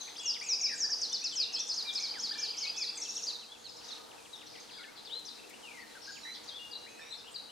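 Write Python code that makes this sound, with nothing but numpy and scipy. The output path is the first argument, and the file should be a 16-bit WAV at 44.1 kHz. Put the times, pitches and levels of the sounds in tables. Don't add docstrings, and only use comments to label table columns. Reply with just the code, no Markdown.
import sys
import numpy as np
from scipy import signal
from scipy.fft import rfft, irfft
from scipy.io import wavfile
from scipy.ndimage import uniform_filter1d

SR = 44100
rng = np.random.default_rng(int(sys.argv[2]) if len(sys.argv) > 2 else 0)


def generate_wav(signal):
    frames = np.transpose(np.atleast_2d(signal))
    scaled = np.clip(frames, -1, 1) * 32767
    pcm = np.round(scaled).astype(np.int16)
    wavfile.write(sys.argv[1], SR, pcm)


def natural_amplitude(level_db):
    exponent = np.asarray(level_db, float) / 20
    return 10 ** exponent


N = 331191

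# frequency in Hz, density in dB per Hz.
AIR_COLOUR = [(18, -14), (30, -15.5), (164, -8.5), (307, -7.5), (369, -4.5), (467, -0.5), (561, -4),
              (897, 0.5), (1050, -3), (2180, -11.5), (4090, -7.5), (9680, -16), (15500, -29)]
# frequency in Hz, likeness from -1 to 1.
AIR_ALIKE = [(30, 0.65), (60, 0.62), (250, -0.21), (700, -0.17), (1500, 0.28), (4000, 0.64), (15000, 0.35)]
# centre in Hz, width in Hz, gain in dB.
HOLLOWS = [
    (232, 43, 8),
    (307, 28.4, 11),
    (474, 54, 6),
    (1050, 44, -6),
]
# time in seconds, level in dB.
BREEZE = [(0, 1.5), (1.5, 1), (1.9, 3), (2.7, 1), (3.3, 2.5), (3.45, -2.5), (3.75, -0.5), (3.95, 2.5),
          (4.3, -0.5), (5.7, 1), (7.5, 0)]
# start in seconds, level in dB.
TICKS = [
    (5.19, -51),
    (5.494, -51.5),
    (6.44, -56),
]

# start in seconds, length in seconds, top pitch in Hz, level in dB.
WIDE_TRILLS = [(0., .1, 5000, -52), (.18, .2, 3900, -55), (2.3, .4, 3900, -56), (3.0, .24, 5200, -54),
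               (3.67, .2, 5600, -57), (3.83, .083, 6500, -54.5), (4.461, .16, 5900, -57),
               (4.696, .11, 5300, -53), (4.749, .11, 1850, -58.5), (4.959, .021, 5150, -51),
               (6.014, .12, 5900, -50.5), (6.335, .022, 5100, -46), (6.431, .034, 7400, -57),
               (6.478, .022, 5200, -48), (6.999, .057, 2800, -54)]
# start in seconds, length in seconds, top pitch in Hz, level in dB.
NARROW_TRILLS = [
    (0., 0.035, 6540, -47.5),
    (0., 0.039, 4210, -50),
    (1.36, 0.2, 2843, -51),
    (1.999, .7, 3500, -60),
    (3.566, .22, 7050, -65),
    (6.118, .041, 7470, -58.5),
]
# start in seconds, length in seconds, first and last pitch in Hz, level in dB.
FAINT_GLIDES = [(.673, .012, 3700, 4120, -50.5), (1.082, .01, 5250, 5070, -53),
                (1.085, 0.016, 3800, 3120, -55), (1.099, .04, 3050, 2960, -66),
                (1.42, .03, 3900, 3400, -52), (1.825, 0.017, 4900, 4160, -43.5),
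                (1.853, 0.0055, 4700, 4870, -45), (2.155, 0.0073, 3400, 3740, -50),
                (2.268, .012, 2300, 2040, -61), (2.612, 0.014, 3100, 3110, -58),
                (2.62, 0.039, 2250, 2220, -58), (2.86, 0.081, 2680, 2670, -65.5),
                (2.97, 0.027, 2450, 1950, -58), (3.015, 0.2, 2640, 2696, -66.5),
                (3.38, 0.02, 4500, 3700, -53), (3.41, 0.052, 3950, 4050, -59.5),
                (3.475, 0.05, 3100, 3450, -62), (3.6, 0.018, 4500, 4300, -63),
                (3.843, 0.011, 4800, 5060, -58), (4.203, .01, 3700, 4300, -62),
                (4.222, 0.0088, 4000, 3500, -70), (3.768, .014, 5700, 4860, -58),
                (3.843, 0.02, 5800, 6800, -60), (3.878, 0.015, 5700, 6560, -60.5),
                (3.953, .014, 4250, 3700, -54.5), (3.86, 0.23, 1264, 1227, -70),
                (4.145, 0.022, 817, 794, -60), (4.155, 0.041, 2850, 2480, -66),
                (4.2, 0.038, 2420, 2370, -71), (4.465, 0.034, 4300, 3600, -69),
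                (4.462, 0.01, 6300, 5580, -59), (4.588, 0.026, 4100, 3700, -65),
                (4.705, 0.081, 4950, 4870, -62.5), (4.72, 0.089, 3350, 3360, -67),
                (4.785, 0.071, 2250, 1700, -62), (5.83, .095, 4450, 3900, -70),
                (6.03, 0.11, 6050, 6900, -67), (1.52, 0.066, 8100, 7650, -67),
                (6.11, 0.091, 5050, 5250, -79), (6.783, .012, 5900, 5700, -67),
                (6.995, .012, 1800, 1740, -51.5), (7.245, 0.022, 2750, 2980, -59)]

SWEEP = [
    (.004, .052, 4310, 3144, 2510, -55),
]
SWEEP_AT = 3.031 + .1203 * np.arange(6)
HUMP = [
    (0., 0.0246, 1470, 1790, 1665, -50),
]
HUMP_AT = [.839, .892, 2.31, 2.35, 2.393, 2.429]
DRIP = [
    (.003, .012, 3460, 2980, 2440, -59),
    (.015, 0.0156, 2440, 2105, 1850, -69.5),
]
DRIP_AT = [3.805, 3.961, 4.107, 4.25, 4.407, 4.55, 4.689, 4.83]
# start in seconds, length in seconds, first and last pitch in Hz, level in dB.
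EDGE_GLIDES = [
    (.33, 0.013, 4420, 4300, -53),
    (.342, 0.014, 4300, 2900, -46),
    (.361, 0.016, 2500, 1950, -53.5),
    (2.139, .055, 2500, 1410, -52),
]

# start in seconds, length in seconds, pitch in Hz, level in dB.
RIGHT_HELD = [
    (1.852, 0.08, 2380, -53.5),
    (2.352, 0.03, 2360, -56),
    (2.384, 0.063, 2350, -52.5),
    (6.96, .09, 7750, -73),
    (7.09, 0.065, 7800, -67),
    (6.884, 0.041, 6400, -65),
    (7.315, 0.019, 8200, -60),
    (6.8, 0.14, 4050, -64.5),
]
# start in seconds, length in seconds, first and last pitch in Hz, level in dB.
RIGHT_GLIDES = [(.484, 0.032, 4320, 3650, -53), (2.022, 0.033, 2440, 2193, -56),
                (2.538, 0.017, 2630, 2150, -55), (3.331, 0.033, 4260, 3650, -46.5),
                (3.643, .031, 4640, 3770, -50.5), (3.907, .033, 4550, 3630, -49),
                (6.17, 0.18, 5300, 6150, -66), (6.215, 0.02, 4400, 3960, -56),
                (6.232, 0.14, 3870, 4115, -53.5), (4.357, .016, 5900, 5200, -62),
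                (4.6, 0.016, 6560, 6050, -58), (5.955, 0.062, 4000, 4580, -68),
                (6.156, 0.032, 3290, 2030, -57), (7.27, 0.075, 7300, 6900, -68),
                (6.348, 0.023, 5620, 4480, -56), (6.99, 0.115, 5320, 5900, -63.5),
                (7.01, 0.15, 3610, 4080, -61)]
DOUBLE = [
    (0., 0.013, 3490, 3430, 3340, -53),
    (.021, 0.011, 3550, 3540, 3470, -58),
]
DOUBLE_AT = 2.743 + .0655 * np.arange(4)

# start in seconds, length in seconds, pitch in Hz, level in dB.
LEFT_HELD = [(0., 0.018, 4000, -48), (.223, 0.03, 2836, -53.5), (.253, .028, 2810, -47.5),
             (.512, 0.03, 2567, -55), (6.5, .04, 3250, -58), (.197, .024, 3366, -49.5),
             (5.154, 0.029, 4100, -47), (5.278, .015, 4720, -50.5), (6.592, 0.046, 2840, -54.5),
             (6.649, 0.047, 2830, -55), (6.714, 0.069, 2830, -60), (6.886, 0.16, 2540, -61.5),
             (0., 0.024, 6360, -53)]
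# start in seconds, length in seconds, first and last Hz, level in dB.
LEFT_EARLY = [(.156, .014, 2690, 3650, -54), (.412, 0.028, 1917, 2525, -50.5),
              (1.311, 0.0373, 3670, 3000, -49), (1.562, 0.062, 3130, 3640, -46.5),
              (1.115, 0.023, 3420, 3640, -47), (2.653, 0.0394, 2380, 2630, -51.5),
              (5.8, .012, 4510, 4440, -62), (4.877, 0.022, 2090, 2200, -59.5),
              (5.096, 0.063, 2900, 4054, -48.5), (5.258, 0.02, 6500, 5160, -51),
              (5.285, 0.0243, 3450, 4200, -52.5), (6.6, 0.021, 6500, 4400, -74),
              (5.525, 0.027, 2050, 2950, -57.5), (5.623, .044, 3337, 2780, -57),
              (5.667, 0.0298, 2900, 2380, -55), (5.736, 0.017, 2230, 2130, -54),
              (5.815, 0.027, 2040, 1820, -56), (6.7, .01, 1800, 1620, -73),
              (6.488, 0.013, 4200, 3560, -49.5), (6.864, 0.0221, 1750, 2490, -56),
              (7.175, 0.0265, 5640, 4770, -58)]
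# start in seconds, length in seconds, first and last Hz, level in dB.
LEFT_LATE = [(.446, .06, 2620, 2240, -54), (2.777, 0.053, 2600, 2236, -52), (5.952, 0.032, 1620, 1320, -60),
             (4.33, 0.029, 3910, 3370, -53), (4.375, 0.021, 3770, 3090, -54.5),
             (1.86, 0.05, 3950, 3280, -44), (3.687, 0.028, 5180, 4570, -54.5),
             (3.884, 0.028, 3950, 3310, -53.5), (4.797, 0.035, 1400, 1580, -54),
             (4.97, 0.026, 4130, 3800, -56), (7.491, .017, 2850, 3280, -60)]
# start in seconds, length in seconds, edge pitch and turning pitch in Hz, level in dB.
LEFT_TURNS = [(6.074, 0.034, 1495, 1652, -55), (1.219, 0.05, 2310, 2690, -57),
              (1.98, 0.033, 2650, 2194, -55.5), (4.539, 0.055, 2460, 1940, -62),
              (5.708, 0.017, 2570, 2285, -54), (5.773, 0.032, 2130, 1918, -53),
              (6.541, 0.039, 3320, 3490, -50.5), (7.11, 0.0233, 3840, 4150, -50.5),
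              (7.126, 0.013, 3950, 3535, -47), (7.142, 0.017, 3710, 4420, -48.5),
              (7.267, .023, 2630, 3306, -55)]
# start in seconds, length in seconds, first and last pitch in Hz, level in dB.
CHIPS = [(.072, 0.009, 2030, 2600, -58), (.084, 0.0086, 2480, 1870, -53.5), (2.832, 0.018, 2236, 1800, -58),
         (5.049, 0.029, 5250, 3360, -52), (5.249, 0.0083, 4500, 6530, -56),
         (5.502, 0.013, 2570, 1920, -59.5), (5.782, 0.016, 5900, 4580, -64),
         (5.927, 0.009, 4000, 2400, -66), (6.055, .009, 2980, 1700, -65), (6.338, .012, 4680, 4550, -56),
         (6.478, 0.013, 4470, 4880, -52), (6.848, 0.0086, 1970, 2400, -69)]
# start in seconds, length in seconds, first and last pitch in Hz, level in dB.
BUZZES = [
    (0.694, 0.061, 2220, 1730, -52),
    (5.304, 0.021, 4320, 4290, -53.5),
    (6.25, 0.0513, 2092, 2405, -53.5),
]
PIP = [
    (0., 0.0152, 2690, 2422, 2258, -51),
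]
PIP_AT = .594 + 0.032 * np.arange(4)
SCOOP = [
    (0., 0.0256, 1880, 2590, 2640, -62.5),
]
SCOOP_AT = [5.376, 5.426]
CHIRR = [
    (0., .016, 4900, 4740, 4290, -51.5),
    (.018, 0.0096, 4480, 3830, 4400, -47),
    (.034, .008, 4810, 4690, 4400, -55),
    (.044, 0.013, 4300, 3900, 4030, -48),
]
CHIRR_AT = [6.712, 7.344]

OPENING = [
    (-.092, 0.0075, 5000, 5440, 6200, -48.5),
    (-.078, .012, 8400, 9300, 9700, -60),
    (-.077, .014, 4500, 4800, 5200, -47.5),
    (-.063, 0.0057, 5200, 6000, 7000, -47),
    (-.051, .016, 8600, 7600, 7500, -53),
    (-.027, .008, 7700, 6900, 6450, -44.5),
    (-.019, .018, 6450, 6750, 6400, -48.5),
]
OPENING_AT = [.258, .489, .805]
LEAD_IN = [
    (-.03, 0.0175, 7920, 7360, 7200, -53),
    (-.011, 0.015, 8480, 7600, 6540, -48),
]
LEAD_IN_AT = [1.354]
HOOK = [
    (-.034, 0.016, 6290, 5740, 5830, -46.5),
    (-.012, .006, 8800, 9270, 9000, -58),
    (-.006, 0.0043, 9000, 7400, 6840, -47),
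    (-.001, .009, 6350, 5520, 5100, -35.5),
    (.008, .034, 5326, 4440, 3850, -38),
]
HOOK_AT = 1.018 + .113 * np.arange(3)
TWIST = [
    (-.033, 0.0065, 7230, 5640, 4950, -47),
    (-.025, .007, 4940, 6620, 8300, -47),
    (-.018, 0.005, 8300, 8750, 8000, -51),
    (-.012, 0.0065, 6410, 5430, 4650, -38),
    (-.006, .01, 4670, 5150, 5330, -34),
    (.004, 0.0168, 5340, 4670, 4070, -39),
    (.021, 0.0142, 4100, 4420, 5000, -40),
]
TWIST_AT = [1.702, 1.961]
VEE = [
    (-.044, .008, 7670, 6410, 5030, -48),
    (-.036, 0.022, 5080, 6000, 6840, -41.5),
    (-.014, .01, 3950, 4500, 4900, -50),
]
UPSTROKE = [
    (-.029, 0.0102, 5700, 6150, 6750, -41.5),
]
SLIDE = [
    (-.004, .009, 4905, 5220, 5200, -43),
    (.005, .017, 5480, 5000, 4510, -38),
    (.022, .027, 4476, 4134, 3690, -41),
]
SLIDE_AT = [1.769, 2.028, 2.229, 2.422, 2.613, 2.808]
SLIDE_TAIL = [
    (.057, .006, 4400, 4750, 4830, -46),
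    (.063, 0.013, 4850, 4520, 3900, -42),
    (.081, .006, 4350, 4700, 4850, -39.5),
    (.087, 0.0089, 4885, 4935, 4980, -39.5),
]
RATTLE = [
    (-.009, 0.01, 7170, 6200, 5500, -44),
    (.001, .007, 5480, 5470, 5740, -40.5),
    (.008, 0.012, 5700, 6300, 6900, -41),
]
RATTLE_AT = 3.019 + .071 * np.arange(4)
RATTLE_GRACE = [
    (-.014, .006, 8500, 7900, 7200, -48),
]
# start in seconds, length in seconds, last pitch in Hz, level in dB.
FALLS = [
    (0.26, 0.059, 4660, -35),
    (0.488, 0.059, 4710, -33.5),
    (0.611, 0.055, 4685, -33.5),
    (0.807, 0.054, 4625, -34),
    (.903, .039, 4600, -35),
    (1.358, 0.088, 3765, -34.5),
]
# start in seconds, length in seconds, first and last pitch in Hz, level in dB.
SONG_GLIDES = [(1.556, 0.015, 5010, 4100, -39.5), (1.592, 0.0067, 6900, 5430, -43),
               (1.6, 0.012, 5330, 6050, -36), (2.329, .024, 3260, 4380, -45),
               (2.972, 0.0065, 8520, 6450, -43.5), (2.979, 0.011, 6200, 6220, -46),
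               (3., 0.0089, 6240, 6100, -47), (1.57, 0.0063, 4150, 4150, -39),
               (1.762, 0.0051, 6740, 5330, -44), (2.022, 0.0082, 6190, 5020, -43),
               (2.277, 0.0089, 3690, 3300, -56), (3.268, .005, 4190, 4940, -39),
               (3.273, 0.021, 5110, 4360, -39), (3.293, 0.02, 4250, 3690, -40.5)]
# start in seconds, length in seconds, edge pitch and turning pitch in Hz, level in dB.
SONG_TURNS = [
    (.598, .015, 6400, 6950, -46),
    (1.525, 0.013, 5180, 6580, -47),
    (1.54, 0.016, 4970, 5340, -39),
    (2.956, .0097, 7500, 8250, -52),
]

EARLY_REACH, EVEN_REACH, LATE_REACH = .75, .55, .26
OPEN_TWIGS_DB, LEAFY_TWIGS_DB = -12, -5


def walk(rate):
    hold = int(SR / rate)
    steps = np.repeat(rng.standard_normal(N // hold + 1), hold)
    return 1.4 * uniform_filter1d(steps, hold)[:N]


def air(level_db=-52.5, flicker_db=1.18):
    hz = np.fft.rfftfreq(N, 1 / SR) + 1
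    colour_hz, colour_db = np.transpose(AIR_COLOUR)
    db = np.interp(np.log(hz), np.log(colour_hz), colour_db)
    for centre_hz, width_hz, gain_db in HOLLOWS:
        db = db + gain_db / (1 + ((hz - centre_hz) / width_hz * 2) ** 2)
    alike_hz, likeness = np.transpose(AIR_ALIKE)
    alike = np.clip(np.interp(np.log(hz), np.log(alike_hz), likeness), -.9, .9)
    mid, side = rfft(rng.standard_normal((2, N))) * natural_amplitude(db) * np.sqrt([1 + alike, 1 - alike])
    ports = np.array([mid + side, mid - side])
    swell_db = np.interp(np.arange(N) / SR, *np.transpose(BREEZE))
    out = 0
    for octave in range(5, 15):
        band = np.cos(np.pi / 2 * np.clip(np.log2(hz) - octave, -1, 1)) ** 2
        gain_db = swell_db * (octave > 7) + flicker_db * walk(10)
        out = out + irfft(ports * band, N) * natural_amplitude(gain_db)
    return out * natural_amplitude(level_db + np.array([[.4], [-.4]])) / out.std()


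def ticks():
    out, t = np.zeros(N), np.arange(SR // 20) / SR
    for start, db in TICKS:
        envelope = natural_amplitude(db - 60 * t / .078) * np.clip(t / .0031, 0, 1)
        out[int(start * SR):][:len(t)] += envelope * rng.standard_normal(len(t))
    bright = signal.butter(1, (5000, 10000), "band", fs=SR, output="sos")
    return signal.sosfilt(bright, out)


def swaying(x, echoes):
    turn = 1.6 * walk(6)
    first = signal.fftconvolve(x * np.cos(turn), echoes[0])[:N]
    second = signal.fftconvolve(x * np.sin(turn), echoes[1])[:N]
    return first + second


def twigs(x, share_db, t60_s=.05):
    t = np.arange(int(t60_s * SR)) / SR
    echoes = rng.standard_normal((2, len(t))) * natural_amplitude(-60 * t / t60_s)
    return x + swaying(x, echoes * natural_amplitude(share_db) / np.sqrt(np.sum(echoes[0] ** 2)))


def wood(x, late_db, late_t60, alike, beyond_db, depth_s=.093, leaf_hz=2400, onset_s=.0069):
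    trunks_per_s, trunk_share, clump_db = 350, .15, 1.5
    t = np.arange(int(1.2 * SR)) / SR
    tail = natural_amplitude(late_db - 60 * t / late_t60) * np.clip(t / onset_s, 0, 1) / np.sqrt(late_t60)
    tail = tail * natural_amplitude(beyond_db * np.clip((t - depth_s) / .0072, 0, 1))
    tail = tail * natural_amplitude(clump_db * walk(198.6)[:len(t)]) / np.sqrt(SR / 14)
    trunk = rng.random(len(t)) < trunks_per_s / SR
    tail = tail * np.sqrt(1 - trunk_share + trunk_share * trunk * SR / trunks_per_s)
    leaves = signal.butter(2, leaf_hz, "high", fs=SR, output="sos")
    mid, side = signal.sosfilt(leaves, rng.standard_normal((2, 2, len(t))) * tail)
    side = side * np.sqrt((1 - min(alike, .99)) / (1 + alike))
    mid, side = swaying(x, mid), swaying(x, side)
    return np.array([mid + side, mid - side])


def place(x, pan_db, lag_us, twigs_db=LEAFY_TWIGS_DB):
    hz = np.fft.rfftfreq(N, 1 / SR)
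    x = twigs(x, twigs_db)
    late = irfft(rfft(x) * np.exp(-2j * np.pi * hz * lag_us * 1e-6), N)
    return np.array([late * natural_amplitude(pan_db / 2), x * natural_amplitude(-pan_db / 2)])


def stroke_shape(n, edge_s=.0023):
    t = np.arange(n) / SR
    return np.sin(np.pi / 2 * np.clip(np.minimum(t, t[::-1]) / edge_s, 0, 1)) ** 2


def repeat(figure, times, growth_db=0.):
    return [(start + r[0], *r[1:5], r[5] + k * growth_db)
            for k, start in enumerate(times) for r in figure]


def glides(rows, reach):
    return [(s, d, a, a + reach * (c - a), c, db) for s, d, a, c, db in rows]


def turns(rows):
    return [(s, d, edge, turn, edge, db) for s, d, edge, turn, db in rows]


def held(rows):
    return [(s, d, hz, hz, hz, db) for s, d, hz, db in rows]


def in_time(strokes):
    return sorted(strokes, key=lambda r: r[0])


def slurred(strokes):
    notes = []
    for r in strokes:
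        last = notes[-1][-1] if notes else None
        if last and abs(last[0] + last[1] - r[0]) < .0035 and abs(last[4] / r[2] - 1) < .08:
            notes[-1].append(r)
        else:
            notes.append([r])
    return notes


def whistle(strokes, arch_db, flutter_db, low_db=0.):
    out = np.zeros(N + SR)
    flutter = natural_amplitude(flutter_db * walk(150))
    lead = int(.002 * SR)
    for note in slurred(strokes):
        pitches, levels = [], []
        for _, length, a, b, c, level_db in note:
            u = np.linspace(-1, 1, max(int(length * SR), 9))
            pitches.append(b + (c - a) / 2 * u + ((a + c) / 2 - b) * u * u)
            levels.append(level_db + 0 * u)
        hz, db = np.concatenate(pitches), np.concatenate(levels)
        hz, db = (uniform_filter1d(np.pad(v, lead, "edge"), lead) for v in (hz, db))
        db = db + arch_db * (.5 - np.linspace(-1, 1, len(db)) ** 2)
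        db = db - 1.7 * np.clip(hz / 1000 - 6.1, 0, None)
        db = db - low_db * np.clip(4.4 - hz / 1000, 0, None)
        tone = np.sin(2 * np.pi * np.cumsum(hz) / SR)
        i = max(int(note[0][0] * SR) - lead, 0)
        out[i:i + len(hz)] += np.sqrt(2) * natural_amplitude(db) * stroke_shape(len(hz)) * tone
    return out[:N] * flutter


def far_trills():
    out, wobble = np.zeros(N + SR), np.pad(walk(60), (0, SR))
    rows = [(*r, .63) for r in WIDE_TRILLS] + [(*r, .87) for r in NARROW_TRILLS]
    for start, length, top_hz, db, share in rows:
        rate = max(top_hz / 155, 1.2 / length)
        i, n = int(start * SR), int(length * SR)
        cycle = (np.arange(n) / SR * rate) % 1
        hz = top_hz * (1 + (share - 1) * cycle ** .91) * (1 + .033 * wobble[i:i + n])
        out[i:i + n] += natural_amplitude(db) * np.sin(np.pi * cycle) ** .5 * np.sin(2 * np.pi * np.cumsum(hz) / SR)
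    return out[:N]


def faint_birds():
    return whistle(in_time(glides(FAINT_GLIDES, EVEN_REACH)), arch_db=-1.5, flutter_db=4.5)


def edge_bird():
    strokes = (repeat(SWEEP, SWEEP_AT, growth_db=-1.5) + repeat(HUMP, HUMP_AT, growth_db=-1.0)
               + repeat(DRIP, DRIP_AT, growth_db=1.0) + glides(EDGE_GLIDES, .65))
    return whistle(in_time(strokes), arch_db=2.5, flutter_db=1.05)


def right_birds():
    strokes = held(RIGHT_HELD) + glides(RIGHT_GLIDES, EVEN_REACH) + repeat(DOUBLE, DOUBLE_AT)
    return whistle(in_time(strokes), arch_db=4.5, flutter_db=-.5)


def buzzes():
    dip_s, depth, chain = 1 / 88, .16, []
    for start, length, first_hz, last_hz, db in BUZZES:
        for t in np.arange(0, length, dip_s):
            hz = first_hz + (last_hz - first_hz) * t / length
            chain.append((start + t, dip_s, hz, hz * (1 - depth), db))
    return turns(chain)


def left_birds():
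    strokes = (held(LEFT_HELD) + glides(LEFT_EARLY, EARLY_REACH) + glides(LEFT_LATE, LATE_REACH)
               + turns(LEFT_TURNS) + glides(CHIPS, EVEN_REACH) + repeat(PIP, PIP_AT)
               + repeat(SCOOP, SCOOP_AT) + repeat(CHIRR, CHIRR_AT, growth_db=2.0))
    return whistle(in_time(strokes) + buzzes(), arch_db=4.5, flutter_db=1.7)


def long_falls():
    top_hz, knee_reach, knee_share, lead_db = 6480, .52, .47, -3.5
    flick_s, flick_hz, flick_db = .0065, 704, -3
    out = []
    for start, length, last_hz, db in FALLS:
        knee_hz = top_hz + knee_reach * (last_hz - top_hz)
        knee_s = knee_share * length
        out += glides([(start, knee_s, top_hz, knee_hz, db + lead_db)], .83)
        out += glides([(start + knee_s, length - knee_s, knee_hz, last_hz, db)], .62)
        if last_hz > 4000:
            flick = (start + length, flick_s, last_hz, last_hz + flick_hz, db + flick_db)
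            out += glides([flick], LATE_REACH)
    return out


def warbler_song():
    strokes = (long_falls() + glides(SONG_GLIDES, EVEN_REACH) + turns(SONG_TURNS)
               + repeat(OPENING, OPENING_AT, growth_db=1.6) + repeat(HOOK, HOOK_AT)
               + repeat(LEAD_IN, LEAD_IN_AT) + repeat(TWIST, TWIST_AT)
               + repeat(SLIDE, SLIDE_AT) + repeat(SLIDE_TAIL, SLIDE_AT[1:])
               + repeat(VEE, SLIDE_AT[2:]) + repeat(UPSTROKE, SLIDE_AT[:2])
               + repeat(RATTLE, RATTLE_AT) + repeat(RATTLE_GRACE, RATTLE_AT[::2]))
    return whistle(in_time(strokes), arch_db=6.0, flutter_db=.65, low_db=3.0)


def scene():
    far, faint, edge = far_trills(), faint_birds(), edge_bird()
    right, left, warbler = right_birds(), left_birds(), warbler_song()
    direct = place(far * natural_amplitude(-7) + ticks(), 16.7, 3.)
    direct += place(faint, 3.8, 4.4)
    direct += place(edge, 5.3, 17.0, OPEN_TWIGS_DB)
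    direct += place(right, -6.5, 5.)
    direct += place(left, 7.1, 22.6)
    direct += place(warbler * natural_amplitude(1.28), 1.0, 4.9, OPEN_TWIGS_DB)
    far_wood = wood(right + faint * natural_amplitude(2.0) + far * natural_amplitude(6.0), 0.0, .41, .72, 3.6)
    left_wood = wood(left + edge * natural_amplitude(-9), -.36, .69, .79, 0., leaf_hz=1620)
    left_wood = left_wood * natural_amplitude(np.array([[1.5], [-1.5]]))
    near_wood = wood(warbler, -.92, .56, .78, -.36, leaf_hz=4000, onset_s=.0095)
    return air() + far_wood + left_wood + near_wood + direct


def roll_off(x):
    return signal.sosfilt(signal.butter(12, 15650, fs=SR, output="sos"), x)


def record(dry):
    return roll_off(dry)


dry = scene()
out = record(dry)
generate_wav(out)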